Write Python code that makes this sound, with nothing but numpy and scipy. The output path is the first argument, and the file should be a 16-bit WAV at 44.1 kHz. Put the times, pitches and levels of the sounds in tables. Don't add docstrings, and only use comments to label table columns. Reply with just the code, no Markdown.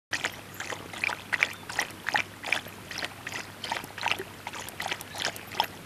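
import sys
import numpy as np
from scipy import signal
from scipy.fft import rfft, irfft
from scipy.io import wavfile
from scipy.ndimage import uniform_filter1d

SR = 44100
rng = np.random.default_rng(int(sys.argv[2]) if len(sys.argv) > 2 else 0)


def generate_wav(sig):
    pcm = np.round(np.clip(np.atleast_2d(sig).T, -1, 1) * 32767).astype(np.int16)
    wavfile.write(sys.argv[1], SR, pcm)


N = 257984


def amp(db):
    return 10 ** (np.asarray(db) / 20)


def unit_rms(x):
    return x / np.sqrt(np.mean(x ** 2) + 1e-20)


def read(points, hz):
    point_hz, value = np.transpose(points)
    return np.interp(np.log(hz + 1), np.log(point_hz + 1), value)


def add(mix, start_s, sound):
    part = mix[max(round(start_s * SR), 0):][:len(sound)]
    part += sound[:len(part)]


def coloured(x, points):
    hz = np.fft.rfftfreq(len(x), 1 / SR)
    return irfft(rfft(x) * amp(read(points, hz)), len(x))


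def drift(rate_hz):
    hz = np.fft.rfftfreq(N, 1 / SR)
    smoothed = rfft(rng.standard_normal(N)) * np.exp(-(hz / rate_hz) ** 2)
    return unit_rms(irfft(smoothed, N))


# (frequency [Hz], relative density [dB per Hz])
HUSH_SPECTRUM = [(20, -22), (45, -9), (100, -3), (160, 0.5), (340, -3.5), (750, -10.5), (1300, -8.5),
                 (2300, -11.5), (6400, -23.5), (8200, -22.5), (10300, -22), (13200, -23.5), (15000, -32.5)]
HUSH_DB = -46
# (frequency [Hz], mean rms level [dB])
HUM_TONES = [(100, -55), (10893, -73.5)]


def yard(swell_db=0.32, waver_db=1.0, wander=0.00183):
    level = amp(HUSH_DB + swell_db * drift(1.7))
    hush = level * unit_rms(coloured(rng.standard_normal(N), HUSH_SPECTRUM))
    time = np.cumsum(1 + wander * drift(42)) / SR
    hum = np.zeros(N)
    for hz, db in HUM_TONES:
        hum += amp(db + waver_db * drift(6.8)) * np.sqrt(2) * np.sin(2 * np.pi * hz * time)
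    return hush + hum


# (touch of the water [s], delay to the lift [s], delay to the bite [s],
#   dip level [dB], lift level [dB], bite level [dB], extra small bubbles [dB], pitch of pocket under tongue [Hz])
LAP_TIMES = [(0.13, 0.043, 0.13, -32.5, -40, -32.5, 0.5, 1690),
             (0.603, 0.047, 0.12, -35, -43.5, -35.5, 0.5, 1620.0),
             (0.935, 0.054, 0.16, -41, -42, -33, 1, 2000),
             (1.33, 0.089, 0.14, -30.5, -36.5, -40.5, -5.5, 1510),
             (1.697, 0.038, 0.12, -37.5, -41, -33.5, 2.0, 1490),
             (2.068, 0.054, 0.12, -36.5, -42, -34.5, -0.5, 1600.0),
             (2.436, 0.045, 0.12, -43, -38.0, -32, -1.0, 1900.0),
             (2.91, 0.058, 0.13, -38.5, -43.5, -36.0, 0.0, 1800),
             (3.269, 0.071, 0.12, -36.5, -41.0, -38.0, 1.0, 1700.0),
             (3.64, 0.07, 0.13, -35.0, -40.5, -37, -0.5, 3090),
             (3.981, 0.067, 0.136, -38.0, -37.5, -34.5, -4, 1600),
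             (4.47, 0.088, 0.14, -36.5, -42.5, -38.5, 0, 840.0),
             (4.803, 0.039, 0.12, -33.5, -39.5, -35.0, -0.5, 1900),
             (5.149, 0.036, 0.12, -43, -38.5, -33.0, 0.5, 840),
             (5.518, 0.041, 0.116, -45.5, -42.5, -37.5, -1.0, 2000.0)]
# (rise [s], fall [s], large bubbles [dB], medium bubbles [dB], small bubbles [dB])
DIP_STIR = (.006, .016, -7, -1.2, -5.5)
LIFT_STIR = (0.0263, 0.0629, -4, 0.24, -3)
BITE_STIR = (0.0155, 0.012, -0.5, 1.6, -5.5)
SETTLE_STIR = (-0.06, .07, -18, -16.5, -25)
DIP_PEAK_S, SETTLE_S = 0.0041, 0.07


def stirring(entry=2.5, settle=1.6):
    t, power = np.arange(-SR // 4, SR // 2) / SR, np.zeros((3, N))
    for start, lift_s, close_s, dip_db, lift_db, bite_db, fizz_db, _ in LAP_TIMES:
        bite_at = start + close_s
        parts = [(start + DIP_PEAK_S, dip_db, DIP_STIR), (start + lift_s, lift_db, LIFT_STIR),
                 (bite_at, bite_db, BITE_STIR), (bite_at + SETTLE_S, bite_db, SETTLE_STIR)]
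        for peak_s, db, (rise_s, fall_s, large_db, medium_db, small_db) in parts:
            before, after = abs(t / rise_s) ** entry, abs(t / fall_s) ** settle
            swell = np.exp(-np.where(t < 0, before, after))[t >= -peak_s]
            for band, size_db in zip(power, (large_db, medium_db, small_db + fizz_db)):
                add(band, peak_s + t[0], amp(db + size_db) ** 2 * swell)
    return power


def bubble(hz, decay_ms, rise, onset_ms):
    t = np.arange(SR // 25) / SR
    ms = t * 1000
    shape = np.exp(-ms / decay_ms) * (1 - np.exp(-ms / onset_ms))
    return shape / shape.max() * np.sin(2 * np.pi * hz * t * (1 + rise * t / 2))


def swarm(power, rate, low_hz, high_hz, spread_db=6.0, ring_ms=3.1, rise=29.0, onset_ms=0.037):
    out = np.zeros(N)
    born = np.flatnonzero(rng.random(N) < rate / SR)
    for i, (pick, damping, glide, big, side) in zip(born, rng.random((N, 5))[born]):
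        hz = low_hz + (high_hz - low_hz) * pick
        decay_ms = ring_ms * (.4 + damping) * (hz / 1000) ** -.6
        grain = bubble(hz, decay_ms, rise * glide, onset_ms)
        size = amp(spread_db * (min(-np.log(big), 3) - 1.62))
        share = np.sqrt(power[i] * SR / rate[i])
        add(out, i / SR, np.sign(side - .5) * size * share * grain / np.linalg.norm(grain))
    return out


# (lowest pitch [Hz], highest pitch [Hz], level between laps [dB])
FROTH_SIZES = [(235, 1142, -57.5), (1190, 3360, -60), (3174, 7020, -65.5)]
# (lowest pitch [Hz], highest pitch [Hz], level against the small-bubble stirring [dB])
FINE_SPRAY = (6860, 10830, -11)


def froth(per_s=380., idle_per_s=120., level_db=-1.5):
    out = np.zeros(N)
    for stir, (low_hz, high_hz, idle_db) in zip(stirring(), FROTH_SIZES):
        rate = idle_per_s + per_s * stir / (stir + amp(idle_db + 10) ** 2)
        out += swarm(stir * amp(level_db) ** 2 + amp(idle_db) ** 2, rate, low_hz, high_hz)
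    low_hz, high_hz, spray_db = FINE_SPRAY
    return out + swarm(stir * amp(spray_db) ** 2, rate / 2, low_hz, high_hz)


# (frequency [Hz], width [Hz], level [dB])
CAVITY_MODES = [(738, 245, -9), (2000, 2400, -8)]


def cavity(x):
    hollow = np.zeros(N)
    for hz, width_hz, db in CAVITY_MODES:
        b, a = signal.iirpeak(hz, hz / width_hz, fs=SR)
        hollow += amp(db) * signal.lfilter(b, a, x)
    return x + hollow


# (level against the bite [dB], median pitch [Hz], decay time [ms])
MOUTH_POCKET = (9.6, 584, 1.16)
POP_SPREAD = 0.12
DIP_POP_DB, DIP_POP_MS = 12, 3.3


def lap_pops():
    rows, (pop_db, pop_hz, pop_ms) = [], MOUTH_POCKET
    for start, _, close_s, dip_db, _, bite_db, _, dip_hz in LAP_TIMES:
        rows.append((start, dip_db + DIP_POP_DB, dip_hz, DIP_POP_MS))
        mouth_hz = pop_hz * np.exp(POP_SPREAD * rng.standard_normal())
        rows.append((start + close_s, bite_db + pop_db, mouth_hz, pop_ms))
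    return rows


# (time [s], level of the main ring [dB], starting pitch [Hz], decay time [ms])
LOUD_BUBBLES = [(0.142, -20, 1840, 4.5), (0.243, -13.5, 2900, 0.33), (0.249, -12.5, 1670, 0.84),
                (0.7023, -21, 1830, 1.6), (0.804, -28.5, 378, 1.5), (0.8593, -28, 390, 1.8),
                (1.0378, -12, 2320, 2.3), (1.0702, -13.5, 2280, 3.5), (1.1281, -17, 1450, 1.3),
                (1.341, -11.5, 1890, 2.2), (1.4074, -18, 1590, 0.57), (1.4285, -3.5, 2170, 1.16),
                (1.7881, -24, 732, 5.7), (1.7898, -15, 1807, 4.3), (1.7982, -18, 5620, 1.3),
                (2.0865, -10.5, 1760, 0.89), (2.138, -21, 4950, 0.75), (2.1447, -16.5, 752, 6.7),
                (2.1574, -10, 1730, 2.4), (2.1754, -12, 3140, 0.22), (2.1905, -19, 2314, 4.2),
                (2.2036, -10, 2270, 0.57), (2.5259, -8.5, 2320, 1.9), (2.5753, -20, 1620, 2.1),
                (2.666, -28.5, 537, 2.2), (2.9804, -21.5, 5500, 1.3), (2.9909, -22.5, 4080, 1.6),
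                (3.046, -10.5, 3020, 0.14), (3.356, -26, 1870, 6.6), (3.718, -19, 860, 4.6),
                (3.768, -12.5, 1800, 0.27), (3.839, -26, 337, 1.5), (4.014, -22.5, 3960, 2.1),
                (4.054, -22.5, 1520, 3.3), (4.0623, -16.5, 830, 3.6), (4.078, -11.5, 2600, 0.72),
                (4.1148, -9, 2770, 1.1), (4.1959, -26, 378, 17), (4.215, -24.5, 1690, 1.2),
                (4.8598, -22.5, 748, 4.8), (4.9186, -15.5, 1980, 0.34), (5.2208, -14.5, 3340, 0.64),
                (5.2497, -12.5, 5050, 0.33), (5.2495, -20, 1700, 1.9), (5.2824, -19, 634, 2),
                (5.599, -14.5, 833, 6), (5.5998, -12, 3160, 1.6), (5.6007, -23, 5190, 3.6)]


def plops(rise=12.1, snap_db=-24, snap_s=0.0018, overtone_db=-19, onset_ms=0.31):
    out, t = np.zeros(N), np.arange(SR // 25) / SR
    for s, db, hz, decay_ms in LOUD_BUBBLES + lap_pops():
        glide = rise * rng.uniform(0.069, 2.0)
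        overtone_hz = min(hz * rng.uniform(1.7, 2.6), SR / 3)
        overtone = bubble(overtone_hz, decay_ms, glide, onset_ms)
        ring = bubble(hz, decay_ms, glide, onset_ms) + amp(overtone_db) * overtone
        dull_noise = signal.lfilter([1], [1, -.8], rng.standard_normal(len(t)))
        snap = unit_rms(dull_noise) * np.exp(-t / snap_s)
        add(out, s, amp(db) * (ring + amp(snap_db) * snap))
    return out


# (frequency [Hz], time to decay by 60 dB [s])
BOWL_DECAY = [(300, 0.02), (900, 0.13), (2200, 0.037), (6000, 0.032), (14000, 0.008)]


def bowl(x, echo_db=-14, first_s=.0008, last_s=0.00374, tail_db=-21, count=6):
    size = SR // 4
    hz, t, noise = signal.stft(rng.standard_normal(size), SR, nperseg=256)
    decay = np.exp(-np.log(1000) * t / read(BOWL_DECAY, hz)[:, None])
    tail = signal.istft(noise * decay, SR, nperseg=256)[1][:size]
    tail = tail * np.minimum(np.arange(size) / (SR * last_s), 1)
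    echoes = np.zeros(size)
    places = (SR * rng.uniform(first_s, last_s, count)).astype(int)
    echoes[places] = rng.choice([-1, 1], count) / np.sqrt(count)
    response = amp(echo_db) * echoes + amp(tail_db) * tail / np.linalg.norm(tail)
    return signal.fftconvolve(x, response)[:N]


# (start [s], length [s], rms level before the swell [dB],
#   first pitch [Hz], middle pitch [Hz], last pitch [Hz])
WHISTLE_GLIDES = [(0.137, 0.1, -54, 6300, 7400, 7200), (0.277, 0.13, -57, 5100, 5670, 6000),
                  (0.492, 0.21, -53, 6440, 7270, 6900), (1.513, 0.13, -51, 3560, 3560, 3470),
                  (2.894, .2, -49.5, 4400, 4960, 4500), (3.248, 0.23, -50, 4400, 4960, 4850),
                  (3.596, 0.18, -48, 4190, 4900, 5200), (5.054, 0.11, -48, 1660, 1730, 1730),
                  (5.091, 0.2, -46, 3620, 4080, 3860), (5.297, 0.17, -48.5, 3235, 2570, 2130)]


def whistles(width_hz=26.0, blur=0.95):
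    out = np.zeros(N)
    for s, length, db, first, middle, last in WHISTLE_GLIDES:
        u = np.linspace(0, 1, round(length * SR))
        hz = np.polyval(np.polyfit([0, .5, 1], [first, middle, last], 2), u)
        radius = np.exp(-np.pi * (width_hz + blur * abs(middle - first)) / SR)
        noise = rng.standard_normal(len(u)) + 1j * rng.standard_normal(len(u))
        air = signal.lfilter([1], np.poly([radius, radius]), noise)
        tone = unit_rms((air * np.exp(2j * np.pi * np.cumsum(hz) / SR)).real)
        add(out, s, amp(db) * tone * np.sin(np.pi * u))
    return out


# (time [s], relative level [dB])
CLINK_TIMES = [(0.3182, -36), (0.5395, -31), (1.1303, -40), (2.0318, -40), (2.0887, -38), (2.6758, -35),
               (2.8873, -43), (3.316, -38), (5.473, -33), (5.6357, -24)]
# (frequency [Hz], relative level [dB], time to decay by 60 dB [s])
METAL_MODES = [(11294, -14.5, 0.18), (12700, -2.5, 0.1), (13700, -14.5, 0.099), (13700, -12, 0.082)]


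def clinks(level_db=-8.5, onset_s=0.0014, uneven_db=0.5, waver=0.91):
    out, t = np.zeros(N), np.arange(SR // 4) / SR
    for s, db in CLINK_TIMES:
        for hz, mode_db, t60 in METAL_MODES:
            chatter = 1 + waver * unit_rms(uniform_filter1d(rng.standard_normal(len(t)), size=200))
            envelope = np.exp(-np.log(1000) * t / t60) * (1 - np.exp(-t / onset_s))
            ring = envelope * np.sin(2 * np.pi * (hz * t + rng.random()))
            level = amp(db + level_db + mode_db + uneven_db * rng.standard_normal())
            add(out, s, level * chatter * ring)
    return out


# (time [s], peak level [dB])
TICK_TIMES = [(1.5333, -29), (1.815, -22), (1.9063, -27.5), (2.4748, -33), (2.552, -27), (3.8416, -24),
              (4.1874, -24.5), (4.686, -20), (4.8216, -26), (5.011, -20), (5.182, -26), (5.3634, -20.5)]
# (frequency [Hz], relative level [dB])
TICK_SPECTRUM = [(300, -14), (1500, 1.5), (4500, -2), (9500, 6.5), (13000, 5.5), (16000, -17)]


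def ticks(decay_s=0.0014, tail_db=-19, tail_s=0.0052):
    out, t = np.zeros(N), np.arange(SR // 25) / SR
    for s, db in TICK_TIMES:
        envelope = np.exp(-t / decay_s) + amp(tail_db) * np.exp(-t / tail_s)
        crack = coloured(rng.standard_normal(len(t)), TICK_SPECTRUM) * envelope
        add(out, s, amp(db) * crack / abs(crack).max())
    return out


def scene(low_cut_hz=100.0):
    low_cut = signal.butter(1, low_cut_hz, "high", fs=SR, output="sos")
    water = signal.sosfilt(low_cut, plops() + cavity(froth()))
    return (water + bowl(water) + ticks() + clinks() + whistles() + yard())[None]


START_S, FADE_S = 0.1102, 0.0036
EDGE_HZ = 15300


def record(dry):
    opened = np.clip((np.arange(N) / SR - START_S) / FADE_S, 0, 1)
    low_pass = signal.firwin(301, EDGE_HZ, window=("kaiser", 8), fs=SR)
    return signal.oaconvolve(dry * opened, low_pass[None], "same")


dry = scene()
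out = record(dry)
generate_wav(out)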